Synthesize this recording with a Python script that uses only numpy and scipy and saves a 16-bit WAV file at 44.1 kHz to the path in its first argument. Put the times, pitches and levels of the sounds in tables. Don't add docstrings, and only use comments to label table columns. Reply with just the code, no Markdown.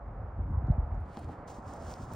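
import sys
import numpy as np
from scipy import signal
from scipy.fft import rfft, irfft
from scipy.io import wavfile
from scipy.ndimage import uniform_filter1d

SR = 44100
rng = np.random.default_rng(int(sys.argv[2]) if len(sys.argv) > 2 else 0)


def wrap_up_sound(samples):
    columns = np.atleast_2d(samples).T
    tamed = np.clip(columns, -1, 1)
    steps = np.round(tamed * 32767).astype(np.int16)
    wavfile.write(sys.argv[1], SR, steps)


N = 94815
T, HZ = np.arange(N) / SR, np.fft.rfftfreq(N, 1 / SR)

# freq_hz, likeness (clipped to 0-1)
ROAR_LIKENESS = [(100, 1), (300, 0.97), (600, 0.9), (850, 0.96), (1050, 0.46), (1300, 0.98), (2000, 0.5),
                 (6000, 3.5)]
# freq_hz, left_minus_right_db
ROAR_BALANCE = [(150, 1.5), (350, -1.3), (700, -2.5), (1200, -3), (1700, -2), (2200, 0.5)]


def amp(db):
    return 10 ** (np.asarray(db) / 20)


def unit(x):
    return x / np.sqrt(np.mean(x ** 2) + 1e-20)


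def over_hz(points):
    f, value = np.transpose(points)
    return np.interp(np.log(HZ + 1), np.log(f), value)


def level(points):
    return amp(np.interp(T, *np.transpose(points)))


def drift(hz):
    lowpass = np.exp(-(HZ / hz) ** 2)
    return unit(irfft(rfft(rng.standard_normal(N)) * lowpass, N))


def noise_spectra():
    return rfft(rng.standard_normal((2, N)))


def ports(left, right):
    # freq_hz, lead_rad
    left_lead = [(100, 0), (500, -.15), (950, -.45), (1200, -.05), (2000, .05), (2800, .8), (3600, .05),
                 (4900, .15), (6300, 1.5), (8800, 2.4), (9900, 3.1), (13500, 3.2), (15700, 4.4)]
    half_turn = np.exp(.5j * over_hz(left_lead))
    return irfft(np.array([left * half_turn, right / half_turn]), N)


def pair(a, b, same):
    same = np.clip(same, 0, 1)
    return np.array([a, same * a + np.sqrt(1 - same ** 2) * b])


def rumble(colour):
    steady_s, apart_db = 0.049, -31.5
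    z = noise_spectra() * amp(over_hz(colour))
    common = irfft(z[0], N)
    apart = irfft(z[1] * np.minimum(HZ, 250) ** .5, N)
    power = uniform_filter1d(common ** 2, size=round(steady_s * SR))
    common = unit(common / np.sqrt(power + 1e-12))
    return common + np.outer([1, -1], amp(apart_db) * unit(apart))


def buffets():
    eddies = [(.393, -35, 230, .3), (0.405, -26.5, 82, 0.51), (0.462, -36.5, 100, 0.66),
              (.507, -29.5, 121.5, 0.45), (.537, -28, 76.4, .3), (0.582, -19.5, 76.6, .6),
              (.626, -36.5, 230, 0.53), (0.644, -24.5, 99.6, 0.41), (.685, -33, 285, .2),
              (0.691, -22.5, 112, .3), (.706, -14.5, 112.5, 1), (0.783, -31, 186, .6),
              (0.792, -21, 78.5, 0.7), (.836, -27.5, 71.7, .1), (.931, -28, 90, .5),
              (.978, -30.5, 96.5, 0.17), (1.031, -38, 70, 0.33), (1.258, -36, 82.4, .3),
              (1.388, -40.5, 74, .3), (1.672, -34.5, 97, .3), (1.887, -32.5, 130, 0.43)]
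    width_cycles = 0.75
    out = np.zeros(N)
    for s, db, hz, fall in eddies:
        stretch = np.log(2) * max(fall, 1e-3)
        cycles = np.log(np.maximum(1 + stretch * hz * (T - s), 1e-9)) / stretch
        out += amp(db) * np.exp(-(cycles / width_cycles) ** 2) * np.cos(2 * np.pi * cycles)
    return out


def wind():
    # time_s, level_db
    wind_level = [(0, -48), (.06, -40), (.115, -39.5), (.15, -43.5), (.22, -35.5), (.33, -42.5),
                  (.4, -33.5), (.47, -32.5), (.53, -33.5), (.62, -36.5), (.68, -32.5), (.725, -30.5),
                  (.755, -39), (.79, -33), (.835, -34.5), (.875, -41.5), (.935, -32.5), (1.03, -38.5),
                  (1.06, -45), (1.09, -40), (1.15, -53), (1.21, -44.5), (1.27, -41), (1.31, -42),
                  (1.35, -52.5), (1.6, -50), (1.66, -48), (1.75, -47.5), (1.84, -43), (1.89, -41),
                  (1.96, -55), (2.015, -39), (2.075, -49), (2.15, -39)]
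    # freq_hz, density_db_per_hz (relative)
    gust_colour = [(10, -47), (27, -18), (45, 3.5), (78, 1), (130, -9.5), (190, -19), (300, -23.5),
                   (500, -45), (1200, -84)]
    # freq_hz, density_db_per_hz (relative)
    breeze_colour = [(10, -44), (27, -9.5), (45, -3), (80, 2.5), (130, -2.5), (190, -9.5), (300, -11.5),
                     (500, -36.5), (1200, -77)]
    gust_db, breeze_db = -1, -0.5
    handover_s, fade_s = 1.106, 0.17
    lump_hz, lump_db = 24, 1.46
    low_cut_hz = 21
    after = np.clip((T - handover_s) / fade_s + .5, 0, 1)
    gust = amp(gust_db) * np.sqrt(1 - after) * rumble(gust_colour)
    breeze = amp(breeze_db) * np.sqrt(after) * rumble(breeze_colour)
    lumps = amp(lump_db * drift(lump_hz))
    air = (gust + breeze) * level(wind_level) * lumps + buffets()
    low_cut = 1 / np.sqrt(1 + (low_cut_hz / (HZ + 1)) ** 8)
    return irfft(rfft(air) * low_cut, N)


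def roar():
    # freq_hz, density_db_per_hz (relative)
    roar_colour = [(30, -8.5), (120, -2.5), (250, -3), (400, -4), (470, -3), (515, 0), (545, -2), (580, 2),
                   (630, -3), (720, 2.5), (830, -1), (1000, -2.5), (1300, -7.5), (1600, -14), (2000, -19.5),
                   (2600, -32), (3600, -46.5), (6000, -68.5)]
    # time_s, level_db (450-1600 Hz band)
    roar_level = [(0, -53), (.22, -52), (.45, -52.5), (.56, -52), (.65, -50.5), (.73, -49.5), (.85, -50.5),
                  (.92, -50.5), (1.03, -51), (1.24, -52), (1.42, -48.5), (1.62, -50), (1.71, -47.5),
                  (1.93, -47.5), (2.07, -50), (2.15, -48.5)]
    patch_db, patch_hz = 1, 9.1
    z = pair(*noise_spectra(), over_hz(ROAR_LIKENESS)) * amp(over_hz(roar_colour))
    z = z * amp(np.outer([.5, -.5], over_hz(ROAR_BALANCE)))
    core = (HZ > 450) & (HZ < 1600)
    z = z / irfft(z.mean(0) * core, N).std()
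    place = np.clip(2 * np.log2((HZ + 1) / 250), 0, 7)
    out = np.zeros((2, N))
    for k in range(8):
        band = np.maximum(1 - abs(place - k), 0)
        out += ports(*(z * band)) * amp(patch_db * drift(patch_hz))
    return out * level(roar_level)


def hiss():
    # freq_hz, density_db_per_hz (relative)
    hiss_colour = [(500, 1), (3500, -1), (5000, -0.5), (8000, -3.5), (11500, -7.5), (13500, -16),
                   (16000, -15)]
    hiss_db = -88
    z = pair(*noise_spectra(), 0.98) * amp(over_hz(hiss_colour))
    return amp(hiss_db) * unit(ports(*z))


def surges():
    # centre_s, level_db, half_length_s, pitch_hz
    swells = [(.56, -52, 0.032, 980), (0.727, -47.5, 0.049, 730), (0.936, -48.5, 0.029, 780)]
    width_hz = 170
    out = np.zeros((2, N))
    for s, db, half_s, hz in swells:
        band = np.exp(-((HZ - hz) / width_hz) ** 2)
        z = pair(*noise_spectra(), over_hz(ROAR_LIKENESS)) * band
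        z = z * amp(np.outer([.5, -.5], over_hz(ROAR_BALANCE)))
        out += amp(db) * unit(ports(*z)) * np.exp(-((T - s) / half_s) ** 2)
    return out


def rustle(stroke, colour):
    # freq_hz, likeness (0-1)
    likeness = [(3000, .92), (4200, .98), (5800, .89), (9000, .89), (9800, .997), (13300, .997),
                (14000, .82)]
    grains_per_s, grain_spread_db, grain_share = 3000, 1, 0.3
    rustle_db, flutter_db, flutter_hz = -1, 1.4, 45
    hits = rng.random(N) < grains_per_s / SR
    strength = amp(grain_spread_db * np.minimum(rng.exponential(1, N), 4))
    snaps = rng.standard_normal((2, N)) * hits * strength
    smooth = rng.standard_normal((2, N))
    drive = np.sqrt(grain_share) * unit(snaps) + np.sqrt(1 - grain_share) * smooth
    z = pair(*rfft(drive), over_hz(likeness)) * amp(over_hz(colour))
    x = ports(*z)
    # rms of the mid signal, 3.5-9 kHz
    core = (HZ > 3500) & (HZ < 9000)
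    x = x / irfft(rfft(x.mean(0)) * core, N).std()
    touching = (T > stroke[0][0]) & (T < stroke[-1][0] + .02)
    return x * level(stroke) * touching * amp(rustle_db + flutter_db * drift(flutter_hz))


def ticks():
    # start_s, level_db (over 1 ms), pitch_hz, width_octaves
    snaps = [(.672, -67.5, 4200, .6), (.716, -64.5, 4080, .35), (.947, -71.5, 5530, .8),
             (1.008, -65.5, 9200, .15), (1.1713, -49.5, 2890, 0.84), (1.245, -60.5, 5200, .6),
             (1.29, -61.5, 3540, 1), (1.737, -51, 7500, 0.51), (1.9048, -52.5, 5200, .4),
             (1.9394, -46, 4800, .38), (2.136, -42, 13600, .6)]
    decay_s, snap_db = 0.00066, -16.5
    out, t = np.zeros(N + 2048), np.arange(1024) / SR
    half = len(t) // 2
    f, one_ms = np.fft.rfftfreq(len(t), 1 / SR), SR / 1000
    for s, db, hz, octaves in snaps:
        burst = np.roll(rng.standard_normal(len(t)) * np.exp(-t / decay_s), half)
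        body = 1 / (1 + (np.log2((f + 1) / hz) / octaves) ** 2)
        bright = amp(snap_db) * f / (f + hz)
        tick = irfft(rfft(burst) * (body + bright))
        start = round(s * SR) - half
        out[start:start + len(t)] += amp(db) * tick / np.sqrt(np.sum(tick ** 2) / one_ms)
    z = rfft(out[:N])
    return ports(z, z)


def knocks():
    # start_s, strength_db, dullness_db_per_octave
    bumps = [(1.1721, -30.5, 4), (1.29, -34.5, 1), (1.585, -39.5, 15.5), (1.729, -42, 14), (2.003, -42, 19)]
    # pitch_hz, level_db, t60_s
    modes = [(232, -2, 0.041), (329, -4.5, 0.047), (460, -5.5, 0.056), (623, -1.5, 0.031),
             (800, -0.5, 0.044), (1030, -13, 0.035), (1440, -18, 0.015)]
    rise_s = 0.00076
    pivot_hz = modes[1][0]
    out = np.zeros(N)
    for s, strength_db, dull_db in bumps:
        t = np.maximum(T - s, 0)
        ring = np.zeros(N)
        for hz, db, t60 in modes:
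            mode_db = db - dull_db * np.log2(hz / pivot_hz) - 60 * t / t60
            ring += amp(mode_db) * np.sin(2 * np.pi * hz * t)
        out += amp(strength_db) * (1 - np.exp(-t / rise_s)) * ring
    return out


def scene():
    # time_s, level_db
    brush = [(.64, -96), (.9, -95), (.96, -87.5), (1.04, -88), (1.1, -77), (1.135, -71), (1.165, -69),
             (1.183, -66), (1.205, -73), (1.255, -72.5), (1.28, -80.5), (1.315, -72.5), (1.37, -81.5),
             (1.46, -90)]
    flick = [(1.187, -82), (1.19, -67), (1.2, -76), (1.22, -89)]
    rub = [(1.464, -99), (1.478, -65), (1.495, -63.5), (1.57, -67), (1.595, -75), (1.635, -78.5),
           (1.678, -66), (1.745, -67), (1.794, -70.5), (1.83, -63.5), (1.92, -61.5), (1.97, -66.5),
           (2.04, -66.5), (2.085, -72), (2.125, -63), (2.15, -64.5)]
    # freq_hz, density_db_per_hz (relative)
    brush_colour = [(300, -5.5), (1500, 9), (3000, 3.5), (3700, 0.5), (4500, 3), (5000, -2), (6600, -3),
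                    (7800, -0.5), (9600, -3), (11000, -7.5), (12500, -12.5), (15800, -7.5)]
    flick_colour = [(3000, -14), (7500, -5), (9500, 1), (11800, -1), (13500, -15)]
    rub_colour = [(300, -6), (1500, -9), (2500, -0.5), (4200, -1.5), (5200, 2), (6200, 2), (8300, 2.5),
                  (10000, -5.5), (12500, -11.5), (14000, -8), (15600, -6.5)]
    background = wind() + roar() + hiss() + surges()
    strokes = rustle(brush, brush_colour) + rustle(flick, flick_colour) + rustle(rub, rub_colour)
    return background + strokes + ticks() + knocks()


def record(dry):
    edge_hz = 15900
    taps = signal.firwin(511, edge_hz, window=("kaiser", 9), fs=SR)
    return signal.oaconvolve(dry, taps[None], "same")


dry = scene()
out = record(dry)
wrap_up_sound(out)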